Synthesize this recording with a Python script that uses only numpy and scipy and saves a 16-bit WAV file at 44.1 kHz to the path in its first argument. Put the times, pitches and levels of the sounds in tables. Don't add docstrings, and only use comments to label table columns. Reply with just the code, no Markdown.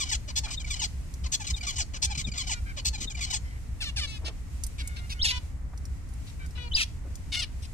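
import sys
import numpy as np
from scipy import signal
from scipy.fft import rfft, irfft
from scipy.io import wavfile
from scipy.ndimage import uniform_filter1d

SR = 44100
rng = np.random.default_rng(int(sys.argv[2]) if len(sys.argv) > 2 else 0)


def store_wav(level_fs):
    pcm = np.round(np.clip(np.atleast_2d(level_fs), -1, 1) * 32767)
    wavfile.write(sys.argv[1], SR, pcm.T.astype(np.int16))


N = 340893

# frequency_hz, gain_db
FLOCK_TRACT = [(400, -34), (1000, -16), (1900, -8.5), (2600, 0.5), (4500, -1), (5600, -6), (7000, -14.5),
               (10300, -18), (11500, -31), (14000, -32)]
# start_s, length_s, start_hz, end_hz, level_db, roughness, slope_db_per_octave
LOUD_CALL = [(0, .025, 2950, 3200, -33, 0.4, -16), (.019, .023, 3050, 5110, -26.5, .4, -23),
             (.034, .018, 5200, 4750, -16, .35, -21), (.045, .09, 1039, 530.6, -26.5, 0.502, 2)]
DOUBLE_CALL = [(0, .052, 959, 639.8, -32, 0.32, .7), (.045, 0.06, 640, 560.3, -34, 0.2, -0.8)]
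ARCHED_CALL = [(0, 0.0483, 761, 667, -30.5, .65, 0.88), (.042, 0.032, 700, 740, -30, .2, 0),
               (.068, .033, 738, 690, -30, .2, 0), (.097, .036, 700, 539, -32, .4, -1.1)]


def undb(db):
    return 10 ** (np.asarray(db) / 20)


def at_level(x, db):
    return x * undb(db) / np.sqrt(np.mean(x ** 2) + 1e-18)


def colour(x, points, slope_db=0.):
    octaves = np.log2(np.arange(x.shape[-1] // 2 + 1) * SR / x.shape[-1] + 1)
    hz, db = np.transpose(points)
    gain = undb(np.interp(octaves, np.log2(hz), db) + slope_db * octaves)
    return irfft(rfft(x) * gain, x.shape[-1])


def resonate(x, hz, width_hz):
    return signal.lfilter(*signal.iirpeak(hz, hz / width_hz, SR), x)


def wander(rate_hz, n=N):
    hold = max(int(SR / rate_hz), 1)
    steps = np.repeat(rng.standard_normal(n // hold + 1), hold)
    return 1.324 * uniform_filter1d(uniform_filter1d(steps, hold), hold)[:n]


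def add(track, start_s, x):
    i = int(start_s * SR)
    x = x[..., max(-i, 0):max(N - i, 0)]
    track[..., max(i, 0):max(i, 0) + x.shape[-1]] += x


def syrinx(length_s, hz0, hz1, level_db, roughness, slope_db, tract):
    attack_s, release_s, fade_db = .0096, .011, -2
    n = int(length_s * SR)
    progress = np.linspace(0, 1, n)
    hz = hz0 * (hz1 / hz0) ** progress
    jitter = 1 + .003 * wander(60, n) + .06 * roughness * wander(700, n)
    phase = 2 * np.pi * np.cumsum(hz * jitter) / SR
    harmonics = np.arange(1, 14500 / hz.min() + 1)[:, None]
    tract_hz, tract_db = np.transpose(tract)
    formant_db = np.interp(np.log(harmonics * hz), np.log(tract_hz), tract_db, right=-99)
    gain = undb(formant_db + slope_db * np.log2(harmonics))
    gain *= undb([3 * wander(40, n) for _ in harmonics])
    tone = np.sum(gain * np.cos(harmonics * phase), axis=0)
    tone /= np.sqrt(np.sum(gain ** 2, axis=0) / 2)
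    air = rng.standard_normal(n) * (1 + .63 * np.cos(phase))
    air = colour(colour(air, tract, slope_db), [(.49 * hz.mean(), -40), (hz.mean(), 0)])
    voice = np.sqrt(1 - roughness ** 2) * tone + roughness * at_level(air, 0)
    edges = np.clip(np.minimum(progress / attack_s, (1 - progress) / release_s) * length_s, 0, 1)
    shimmer_db = 4 * roughness * wander(140.5, n)
    return voice * undb(level_db + fade_db * (progress - .5) + shimmer_db) * edges


def aviary(x, pan_db, lag_ms):
    wall_t60_s, wall_db, yard_t60_s, yard_db = .04, -5, .3, -19
    t = np.arange(int(.25 * SR)) / SR
    response = 1. * (t == 0)
    for t60_s, db in ((wall_t60_s, wall_db), (yard_t60_s, yard_db)):
        tail = rng.standard_normal((2, len(t))) * np.exp(-np.log(1000) * t / t60_s) * (t > .0012)
        response = response + tail * undb(db) / np.sqrt(np.sum(tail ** 2, axis=1, keepdims=True))
    ears = signal.fftconvolve(x[None], response, axes=1) / np.sqrt(1 + undb(2 * wall_db))
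    ears = np.pad(ears, ((0, 0), (64, 64)))
    ears[0] = np.roll(ears[0], int(round(lag_ms * SR / 1000)))
    return ears[:, 64:] * undb([[pan_db / 2], [-pan_db / 2]])


def singer():
    # start_s, length_s, start_hz, end_hz, level_db, roughness, slope_db_per_octave
    motif = [(-.082, 0.048, 660, 449.7, -39.5, 0.54, -4), (.001, .047, 895, 863.7, -25, 0.51, 2),
             (.081, 0.044, 907, 754, -37, 0.33, -4), (.127, 0.028, 830, 780, -41.5, 0.73, -3.5),
             (0.153, .056, 1400, 950, -35.5, 0.73, .5), (0.223, .025, 3790, 3580, -34, 0.24, -18),
             (.248, .034, 867, 725.2, -40, .15, -1.5), (0.297, 0.017, 2417, 2240, -34, 0.26, -3.5),
             (.314, .048, 758, 660.1, -42.5, .69, -4), (0.355, 0.056, 1240, 1000, -31.5, 0.51, 0),
             (.408, 0.046, 795, 719.8, -43, 0.74, -3.5), (0.448, 0.029, 790, 707, -33, 0.45, 0),
             (0.471, .058, 1070, 600.1, -30, 0.41, -1)]
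    # start_s, time_stretch, gain_db
    rounds = [(-.348, 0.97, 1.5), (.354, 0.97, 0), (1.316, 0.98, 0.5), (2.016, 1.005, 0.5),
              (2.846, 1.01, 0)]
    # frequency_hz, gain_db
    tract = [(500, -23.5), (800, -11.5), (1200, -12), (1650, -17.5), (2350, -2.5), (2700, -11),
             (3050, -0.5), (3350, -7), (3700, -6), (4000, -2), (4400, 2), (4800, -5), (5250, 0.5),
             (5800, -7.5), (6200, 1.5), (8200, -8), (9500, -21), (11000, -31.5), (14000, -28)]
    song = np.zeros(N)
    for round_s, stretch, db in rounds:
        for start_s, length_s, *voice in motif:
            add(song, round_s + stretch * start_s, undb(db) * syrinx(stretch * length_s, *voice, tract))
    return aviary(song, pan_db=2.3, lag_ms=-.36)[:, :N]


def flock_calls():
    # notes, start_s, pitch_ratio, gain_db, pan_db, lag_ms
    calls = [(DOUBLE_CALL, 3.803, 0.98, -1.6, 1.5, -.13), (DOUBLE_CALL, 3.96, 0.99, 1.2, 1.5, -.12),
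             (LOUD_CALL, 5.19, 1.02, 0.39, .5, .29), (LOUD_CALL, 6.711, .98, -0.41, 1.6, -.28),
             (ARCHED_CALL, 7.318, 1.001, 0.44, 3.3, .01)]
    out = np.zeros((2, N))
    for notes, call_s, ratio, db, pan_db, lag_ms in calls:
        call = np.zeros(SR // 5)
        for start_s, length_s, hz0, hz1, *voice in notes:
            add(call, start_s, syrinx(length_s, ratio * hz0, ratio * hz1, *voice, FLOCK_TRACT))
        add(out, call_s, aviary(undb(db) * call, pan_db, lag_ms))
    return out


def contact_chirps():
    # start_s, pitch_hz, level_db, slope_db_per_octave, pan_db, lag_ms
    chirps = [(4.78, 631.6, -39, 0, 3.5, 0.39), (4.959, 579, -45, 0, 2, 0.48),
              (5.093, 590, -36.5, 2.5, 2, .43), (6.263, 619, -54, 0, 8.5, 0.19),
              (6.548, 616, -46.5, -7.5, 4, -.77), (7.618, 622, -47.5, 5, 5, 0.35)]
    length_s, end_ratio, roughness = .047, .81, .51
    out = np.zeros((2, N))
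    for start_s, hz, db, slope_db, pan_db, lag_ms in chirps:
        chirp = syrinx(length_s, hz, end_ratio * hz, db, roughness, slope_db, FLOCK_TRACT)
        add(out, start_s, aviary(chirp, pan_db, lag_ms))
    return out


def nasal_notes():
    # start_s, length_s, pitch_hz, level_db, roughness, slope_db_per_octave, pan_db, lag_ms
    notes = [(4.067, .12, 447.4, -42.5, 0.12, -.6, 3.5, .48), (4.245, .058, 461.5, -37, 0.45, 0, 2, .48),
             (5.3, .091, 509.6, -35.5, 0.17, -4, 2, .91), (6.572, 0.12, 500, -44.5, 0.1, -8, 5.5, -.66)]
    sag_hz_per_s = 230
    out = np.zeros((2, N))
    for start_s, length_s, hz, *voice, pan_db, lag_ms in notes:
        note = syrinx(length_s, hz, hz - sag_hz_per_s * length_s, *voice, FLOCK_TRACT)
        add(out, start_s, aviary(note, pan_db, lag_ms))
    return out


def far_bird():
    # start_s, length_s, pitch_hz, level_db, roughness
    calls = [(2.06, 0.082, 806, -47, 0.19), (2.53, .07, 491.5, -46.5, 0.1), (2.654, .075, 798, -45, 0.42),
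             (6.39, 0.08, 789, -49.5, 0.4), (3.431, .16, 1034, -56, 0.57), (4.801, .27, 746, -51.5, .3),
             (5.136, 0.077, 748, -54, 0.2)]
    # frequency_hz, gain_db
    tract = [(700, -17), (1450, 0), (2200, 3.5), (2900, -9.5), (4500, -12), (6500, -24)]
    out = np.zeros((2, N))
    for start_s, length_s, hz, db, roughness in calls:
        call = syrinx(length_s, hz, .94 * hz, db, roughness, slope_db=0, tract=tract)
        add(out, start_s, aviary(call, pan_db=1, lag_ms=.32))
    return out


def husk_ticks():
    # start_s, level_db, centre_hz, pan_db
    ticks = [(1.139, -36.5, 6120, -1.5), (4.6367, -25.5, 6800, -8), (4.6654, -30.5, 8850, -1.5),
             (4.8745, -27.5, 7900, -1), (5.776, -40.5, 6180, -2.0), (5.854, -36.5, 7100, 0),
             (6.0896, -46.5, 7900, -0.5), (6.137, -44, 8160, -1.0), (6.462, -39.5, 6640, -1.0),
             (6.5081, -45, 6500, -1.0), (7.1545, -38, 6500, 8)]
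    t60_s = .025
    t = np.arange(int(.05 * SR)) / SR
    out = np.zeros((2, N))
    for start_s, db, hz, pan_db in ticks:
        crack = resonate(rng.standard_normal(len(t)), hz, .43 * hz) * np.exp(-np.log(1000) * t / t60_s)
        crack = colour(crack, [(2500, -18), (4500, -9)])
        crack *= undb(db + 4.5) / np.abs(crack).max()
        add(out, start_s, aviary(crack, pan_db, lag_ms=.2))
    return out


def wing_puffs():
    # start_s, length_s, centre_hz, width_hz, level_db
    puffs = [(0.451, 0.079, 1010, 1400, -51), (2.15, 0.065, 127.3, 79.7, -41),
             (2.249, 0.048, 164.3, 114, -38.5), (2.949, 0.16, 201, 196.7, -51), (4.208, .12, 487, 685, -50),
             (5.73, 0.015, 880, 600, -53), (7, .15, 350, 400, -57.5)]
    out = np.zeros((2, N))
    for start_s, length_s, hz, width_hz, db in puffs:
        n = int(length_s * SR)
        air = resonate(resonate(rng.standard_normal(n), hz, width_hz), hz, width_hz)
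        air *= undb(4.2 * wander(69, n)) * np.hanning(n) ** .5
        add(out, start_s, at_level(air, db) * undb([[1.5], [-1.5]]))
    return out


def engine():
    # frequency_hz, width_hz, gain_db
    modes = [(62, 19.9, 1), (44.3, 17, -8), (84.4, 25, -8.5), (161.2, 27, -18.5)]
    first_s, period_s, level_db = .115, .2745, -38
    strokes, throb = np.zeros((2, N))
    for start_s in np.arange(first_s, N / SR, period_s):
        for cycle_share, db in ((0, 0), (.4, -7), (.7, -9.5)):
            add(strokes, start_s + cycle_share * period_s, undb([db + 2 * rng.standard_normal()]))
    for hz, width_hz, db in modes:
        ringing = resonate(resonate(strokes, hz, width_hz), hz, width_hz)
        throb += undb(db) * resonate(ringing, hz, 2 * width_hz) / width_hz
    return at_level(throb, level_db)


def hiss():
    # frequency_hz, relative_density_db
    spectrum = [(12, -44), (20, -3), (48, -1), (77, -1), (201, -21), (280, -23), (369, -33), (1720, -41.5),
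                (1970, -38.5), (3420, -48), (7810, -45), (14300, -58)]
    mid, side = rng.standard_normal((2, N))
    side = colour(side, [(60, -9), (130, -4), (290, -6), (640, -3), (1400, 0)])
    air = at_level(colour(np.array([mid + side, mid - side]), spectrum), db=-37.5)
    treble = colour(air, [(1200, -41), (2500, 0)])
    flicker = undb(1.8 * wander(12) + 1.5 * wander(1.5))
    return air + (flicker - 1) * treble


def scene():
    birds = singer() + flock_calls() + contact_chirps() + nasal_notes() + far_bird()
    return birds + husk_ticks() + wing_puffs() + engine() + hiss()


def record(dry):
    cutoff_hz = 14350
    return signal.sosfilt(signal.ellip(10, .2, 70, cutoff_hz, fs=SR, output="sos"), dry)


dry = scene()
out = record(dry)
store_wav(out)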